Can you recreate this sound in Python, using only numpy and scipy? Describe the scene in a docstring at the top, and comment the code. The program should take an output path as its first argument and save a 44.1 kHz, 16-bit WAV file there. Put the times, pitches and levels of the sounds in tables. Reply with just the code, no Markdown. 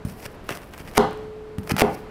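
"""Cutting a shallot

A knife tip pierces a shallot on a plastic board in a quiet kitchen. Tearing cells crackle, single layers
snap and soft landings thud. Two hard chops excite the modes of the board, the worktop and a metal bowl
nearby. The room reverberates, and the microphone overloads on the chops."""
import sys
import numpy as np
from scipy import signal
from scipy.io import wavfile

SR = 44100
rng = np.random.default_rng(int(sys.argv[2]) if len(sys.argv) > 2 else 0)


def put_to_file(sound):
    """Save the sound as 16-bit audio at rate SR, in the file named by the first command-line argument."""
    columns = np.atleast_2d(sound).T  # one column per channel
    safe = np.clip(columns, -1, 1)
    whole_steps = np.round(safe * 32767)
    wavfile.write(sys.argv[1], SR, whole_steps.astype(np.int16))


N = 92698


def amp(db):
    return 10 ** (np.asarray(db) / 20)


def unit_rms(x):
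    return x / np.sqrt(np.mean(x ** 2) + 1e-20)


def at_hz(curve, hz):
    freqs, values = np.transpose(curve)
    return np.interp(np.log(hz), np.log(freqs), values)


def band(x, low_hz, high_hz):
    return signal.sosfilt(signal.butter(2, [low_hz, high_hz], "band", fs=SR, output="sos"), x)


def filter_bank(x, spectrum):
    """Spectral shaping: parallel third-octave bands, each at its own level."""
    low_hz, high_hz = spectrum[0][0], spectrum[-1][0]
    edges = low_hz * 2 ** np.arange(0, np.log2(high_hz / low_hz) + .1, 1 / 3)
    return sum(amp(at_hz(spectrum, np.sqrt(a * b))) * (-1) ** k * band(x, a, b)
               for k, (a, b) in enumerate(zip(edges, edges[1:])))


def drift(rate_hz):
    """Random modulation: low-passed noise of unit RMS."""
    r = np.exp(-2 * np.pi * rate_hz / SR)
    return unit_rms(signal.lfilter([1], [1, -2 * r, r * r], rng.standard_normal(N + SR))[SR:])


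def mode(x, hz, t60_s):
    """Damped resonance: each impulse starts a decaying sine."""
    r, w = amp(-60 / (t60_s * SR)), 2 * np.pi * hz / SR
    return signal.lfilter([0, np.sin(w)], [1, -2 * r * np.cos(w), r * r], x + 1e-18)


def impulses(times_s, levels_db):
    out = np.zeros(N)
    np.add.at(out, (np.asarray(times_s) * SR).astype(int), amp(levels_db))
    return out


def noise_burst(x, t60_s):
    """Exponential decay: each impulse starts a dying burst of white noise."""
    envelope = signal.lfilter([1], [1, -amp(-60 / (t60_s * SR))], x + 1e-18)
    return envelope * rng.standard_normal(N)


def relax(x, tau_s):
    """Relaxation: each impulse becomes a decaying pulse of the same height."""
    return signal.lfilter([1], [1, -np.exp(-1 / (tau_s * SR))], x + 1e-18)


def contact_force(start_s, level_db, contact_ms):
    """Elastic impact: a half-sine force, duller the longer the contact lasts."""
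    pulse = np.sin(np.linspace(0, np.pi, int(contact_ms * SR / 1000) + 2))
    return np.convolve(impulses([start_s], level_db), pulse / pulse.sum())[:N]


# Background spectrum: frequency_hz, relative_density_db
AIR_SPECTRUM = [(12, -42), (20, 1), (127, -5), (248, -6.5), (434, -8.5), (513, -10), (1030, -16),
                (3160, -30), (3840, -33.5), (4670, -34), (5380, -39), (14700, -50), (16000, -55)]


def kitchen_air():
    """Noise floor: bass-heavy air and microphone hiss, wavering slowly in level."""
    noise = filter_bank(rng.standard_normal(N + SR // 2), AIR_SPECTRUM)[SR // 2:]
    return amp(-42.5 + 1.36 * drift(rate_hz=2.1)) * unit_rms(noise)


# Reverberation time: frequency_hz, t60_s
ROOM_DECAY = [(100, 0.54), (260, 0.43), (700, 0.39), (1840, 0.49), (4200, 0.52), (6500, 0.42),
              (12000, 0.33)]
# Reverberation spectrum: frequency_hz, relative_level_db
ROOM_SPECTRUM = [(60, -9.5), (200, -1), (500, -4), (1000, -3), (2000, -6.5), (3000, -12), (4200, -12),
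                 (6000, -17), (9000, -10.5), (15000, -17)]


def room(x, gain_db=-32.5, rise_s=0.0094):
    """Diffuse reverberation: a noise response builds up, then decays band by band."""
    t = np.arange(SR // 2) / SR
    edges = 50 * 2 ** np.arange(0, 8.6, .5)
    white = rng.standard_normal((2, len(t)))
    tail = 0
    for k, (a, b) in enumerate(zip(edges, edges[1:])):
        hz = np.sqrt(a * b)
        tail += band(white[k % 2], a, b) * amp(at_hz(ROOM_SPECTRUM, hz) - 60 * t / at_hz(ROOM_DECAY, hz))
    build_up = 1 - np.exp(-(t / rise_s) ** 2)
    return amp(gain_db) * signal.fftconvolve(x, tail * build_up)[:N]


# Soft landings of blade or shallot: start_s, level_db, contact_ms
LANDINGS = [(0.0492, -11, 3.4), (0.0702, -19, 4.8), (0.26, -28, 0.89), (.51, -22.5, 1.25),
            (0.802, -29.5, 2.3), (0.886, -29, 1.3), (1.582, -13.5, 2.7), (1.593, -19, 2.5),
            (1.718, -9.5, 1.7), (1.739, -14, 1.2), (1.991, -40, 2.6)]
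# Low modes of board and worktop: pitch_hz, gain_db, t60_s
LOW_MODES = [(105, -12, .08), (170, 0.5, .025), (235, -8, .04)]


def thuds():
    """Low-pass excitation: soft contacts stir only the lowest modes of board and worktop."""
    force = band(sum(contact_force(*row) for row in LANDINGS), 76, 3000)
    return sum(amp(db) * mode(force, hz, t60) for hz, db, t60 in LOW_MODES)


# Cutting envelopes, one per stroke: time_s, crackle_db, crunch_relative_db
CUTTING_STROKES = [
    [(0.05, -48, 6), (0.066, -58.5, 1), (0.096, -49.5, 2.5), (0.154, -67, 4), (0.174, -57.5, 1),
     (0.244, -50, 5), (0.26, -40.5, 7.5), (0.282, -72, 3), (0.328, -63, 4), (0.336, -81, 15),
     (0.344, -64, 11), (0.36, -76, 11)],
    [(.44, -70, 4), (.4894, -58, 10), (.4925, -40, 15.5), (.5035, -47.5, 9.5), (.5085, -42.5, 13.5),
     (.5305, -48.5, 9.5), (.5555, -45.5, 4), (.5785, -54, -2), (.6, -67, -2), (.63, -60, 8), (.668, -69, 3),
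     (.7, -62, -3)],
    [(.7, -82, -2), (.74, -56, 15), (.76, -64, 9), (.8, -50.5, 8), (.83, -63.5, 8), (.87, -63.5, 7),
     (.882, -50, 12), (.91, -66, -3), (.946, -56.5, 8.5), (.957, -44.5, 8), (.967, -37, 8),
     (.9785, -22.5, 9), (.9805, -41, -5)],
    [(1.583, -45.5, 8), (1.6, -70.5, -9), (1.63, -79, -3), (1.636, -56.5, 7.5), (1.66, -69, -5),
     (1.675, -49, 9.5), (1.688, -59, 4), (1.695, -37.5, 5), (1.706, -46, 15), (1.711, -31.5, 10.5),
     (1.719, -31, 4), (1.723, -51, -15), (1.735, -66, -1)],
    [(1.7664, -29, 15), (1.7725, -51, 3), (1.7785, -43, 5), (1.7825, -30.5, 9), (1.7965, -27, 5),
     (1.8105, -25.5, 4.5), (1.8195, -29.5, 14.5), (1.8225, -55, -3)],
    [(1.88, -61, 13), (1.91, -59, 9), (1.95, -46, -19), (1.96, -70, 3), (1.992, -58.5, -16),
     (2.01, -72, -15), (2.05, -81, 3)],
]
# Spectra of fine crackle and coarse crunch: frequency_hz, relative_density_db
CRACKLE_SPECTRUM = [(3000, -30), (3900, -8), (4800, 5.5), (6000, -0.5), (7400, -16.5), (9200, 7),
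                    (11000, -10), (13200, -5.5), (15600, -6)]
CRUNCH_SPECTRUM = [(250, -2), (600, 3), (900, -0.5), (1300, -3.5), (2000, -1.5), (2600, -1.5), (3300, -9),
                   (4200, -27)]


def tearing_cells(tears_per_s=7000, spread_db=4.0, clump_db=2.6):
    """Acoustic emission: cells tear in dense, clumped clicks, heard as crackle and crunch."""
    t, fine, coarse = np.arange(N) / SR, np.zeros(N), np.zeros(N)
    for stroke in CUTTING_STROKES:
        time_s, crackle_db, relative_db = np.transpose(stroke)
        fine += amp(np.interp(t, time_s, crackle_db, -200, -200))
        coarse += amp(np.interp(t, time_s, crackle_db + relative_db, -200, -200))
    sizes = amp(spread_db * np.minimum(rng.exponential(1, N), 4)) * rng.choice([-1, 1], N)
    tears = sizes * (rng.random(N) < tears_per_s / SR) * amp(clump_db * drift(rate_hz=146))
    crackle = fine * unit_rms(filter_bank(tears, CRACKLE_SPECTRUM))
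    crunch = coarse * unit_rms(filter_bank(tears, CRUNCH_SPECTRUM))
    # Dry skin rustles on top, partly following the crackle's level.
    skin = amp(-23) * fine ** .6 * unit_rms(band(tears[::-1], 9000, 16600))
    return skin + crackle + crunch


# Single layers breaking: start_s, level_db, pop_relative_db
LAYER_SNAPS = [(.0505, -29, -7), (0.2538, -39, -8), (0.2624, -27, 3.5), (0.4913, -21.5, 4),
               (.492, -20, 5.5), (.5048, -26.5, -2), (.5066, -17.5, -4.5), (.5735, -20, -9),
               (.589, -32, -15), (.6188, -33, -8), (.711, -38, -25), (0.726, -38, -9), (0.7372, -24, -8),
               (.779, -23, -15), (.852, -37, -6), (.876, -33.5, 4), (0.9138, -30.5, -5), (0.9377, -35, 2),
               (0.9738, -14, 3), (1.11, -27, -23), (1.131, -27, -25), (1.175, -32, -23), (1.21, -45, -42),
               (1.585, -31, 3.5), (1.6333, -34, -6), (1.6753, -26, -2), (1.6945, -31, -7),
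               (1.766, -15.5, 2), (1.782, -22, -6), (1.7962, 0, -9), (1.808, -7, 2)]


def snapping_layers():
    """Sudden fracture: each layer gives a bright tick, a duller inward pop and a short fizz."""
    start_s, level_db, pop_db = np.transpose(LAYER_SNAPS)
    breaks = impulses(start_s, level_db)
    tick = relax(breaks, tau_s=3e-5)
    pop = relax(impulses(start_s, level_db + pop_db - 1.5), tau_s=1e-4)
    pop = relax(pop, tau_s=1e-4)  # rounds the attack
    fizz = amp(-13) * band(noise_burst(breaks, t60_s=0.004), 1200, 14000)
    return fizz - band(tick + pop, 620, 22000)


# Touches of the knife tip: start_s, level_db, buzz_relative_db
TIP_TOUCHES = [(.0515, -38.5, -9), (1.583, -38, -31.5)]
# Blade modes: pitch_hz, gain_db, t60_s
BLADE_MODES = [(9400, -9, .05), (13200, -22, .02), (14900, -20, .02)]


def singing_blade():
    """Modal ringing: a touch makes the blade sing, and sparse fading clicks keep it buzzing."""
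    start_s, level_db, buzz_db = np.transpose(TIP_TOUCHES)
    taps = impulses(start_s, level_db)
    buzz = amp(1.5) * noise_burst(impulses(start_s, level_db + buzz_db), t60_s=0.46)
    buzz *= rng.random(N) < .01
    return sum(amp(db) * mode(taps + buzz, hz, t60) for hz, db, t60 in BLADE_MODES)


# Hard chops: start_s, level_db, contact_ms, bowl_db, room_treble_db
HARD_CHOPS = [(0.9792, 8, 0.51, -30.5, 20), (1.8199, 5.5, 0.69, -36.5, 3)]
# Plastic board modes: pitch_hz, gain_db, t60_s
BOARD_MODES = [(187, -25.5, 0.2), (229, -19, 0.16), (310, -40, 0.46), (412, -15.5, 0.19), (505, -24, 0.23),
               (512, -21.5, 0.18), (676, -29, 0.098), (738, -25.5, 0.29), (797, -21, 0.25),
               (802, -27, 0.34), (918, -26, 0.23), (1007, -36, 0.37), (1230, -38, 0.49),
               (1427, -29.5, 0.25)]


def chops(board_rise_s=0.01):
    """Impact radiation: an N-shaped pulse and a crack, then the modes of worktop and board."""
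    impact, ringing = np.zeros(N), np.zeros(N)
    for start_s, level_db, contact_ms, _, _ in HARD_CHOPS:
        force = contact_force(start_s, level_db, contact_ms)
        pulse = 2 * mode(force, hz=480 / contact_ms, t60_s=0.0059 * contact_ms)
        crack = band(noise_burst(impulses([start_s], level_db), t60_s=0.0032), 2100, 9100)
        impact += pulse + amp(-8.5) * crack
        worktop = amp(-36.5) * mode(force, hz=55.5, t60_s=0.32)
        board = sum(amp(db) * (-1) ** k * mode(force, hz, t60)
                    for k, (hz, db, t60) in enumerate(BOARD_MODES))
        age_s = np.maximum(np.arange(N) / SR - start_s, 0)
        ringing += worktop + board * (1 - np.exp(-age_s / board_rise_s))
    return impact, ringing


def metal_bowl(initial_db=-46.5):
    """Sympathetic vibration: each chop excites a lightly damped mode, already ringing faintly."""
    start_s, _, _, bowl_db, _ = np.transpose(HARD_CHOPS)
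    drive = impulses([0], initial_db) + impulses(start_s, bowl_db)
    return mode(drive, hz=430.2, t60_s=4.76)


def scene():
    """Superposition: direct sound, reverberation and background, alike in both channels."""
    impact, ringing = chops()
    cutting = tearing_cells() + snapping_layers() + singing_blade() + thuds()
    chop_s, *_, treble_db = np.transpose(HARD_CHOPS)
    chops_to_room = band(impulses(chop_s, treble_db), 1720, 4700) + band(impact, 32, 3200)
    reverberation = room(amp(-2) * cutting + chops_to_room)
    mono = cutting + impact + ringing + metal_bowl() + reverberation + kitchen_air()
    return np.array([mono, mono])


def record(dry, ceiling=.9, stopband_hz=16377):
    """Saturation: the microphone overloads on the chops; a steep low-pass cuts the top."""
    clipped = ceiling * np.tanh((dry / ceiling) ** 2) ** .5 * np.sign(dry)
    return signal.sosfilt(signal.cheby2(14, 60, stopband_hz, fs=SR, output="sos"), clipped)


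dry = scene()
out = record(dry)
put_to_file(out)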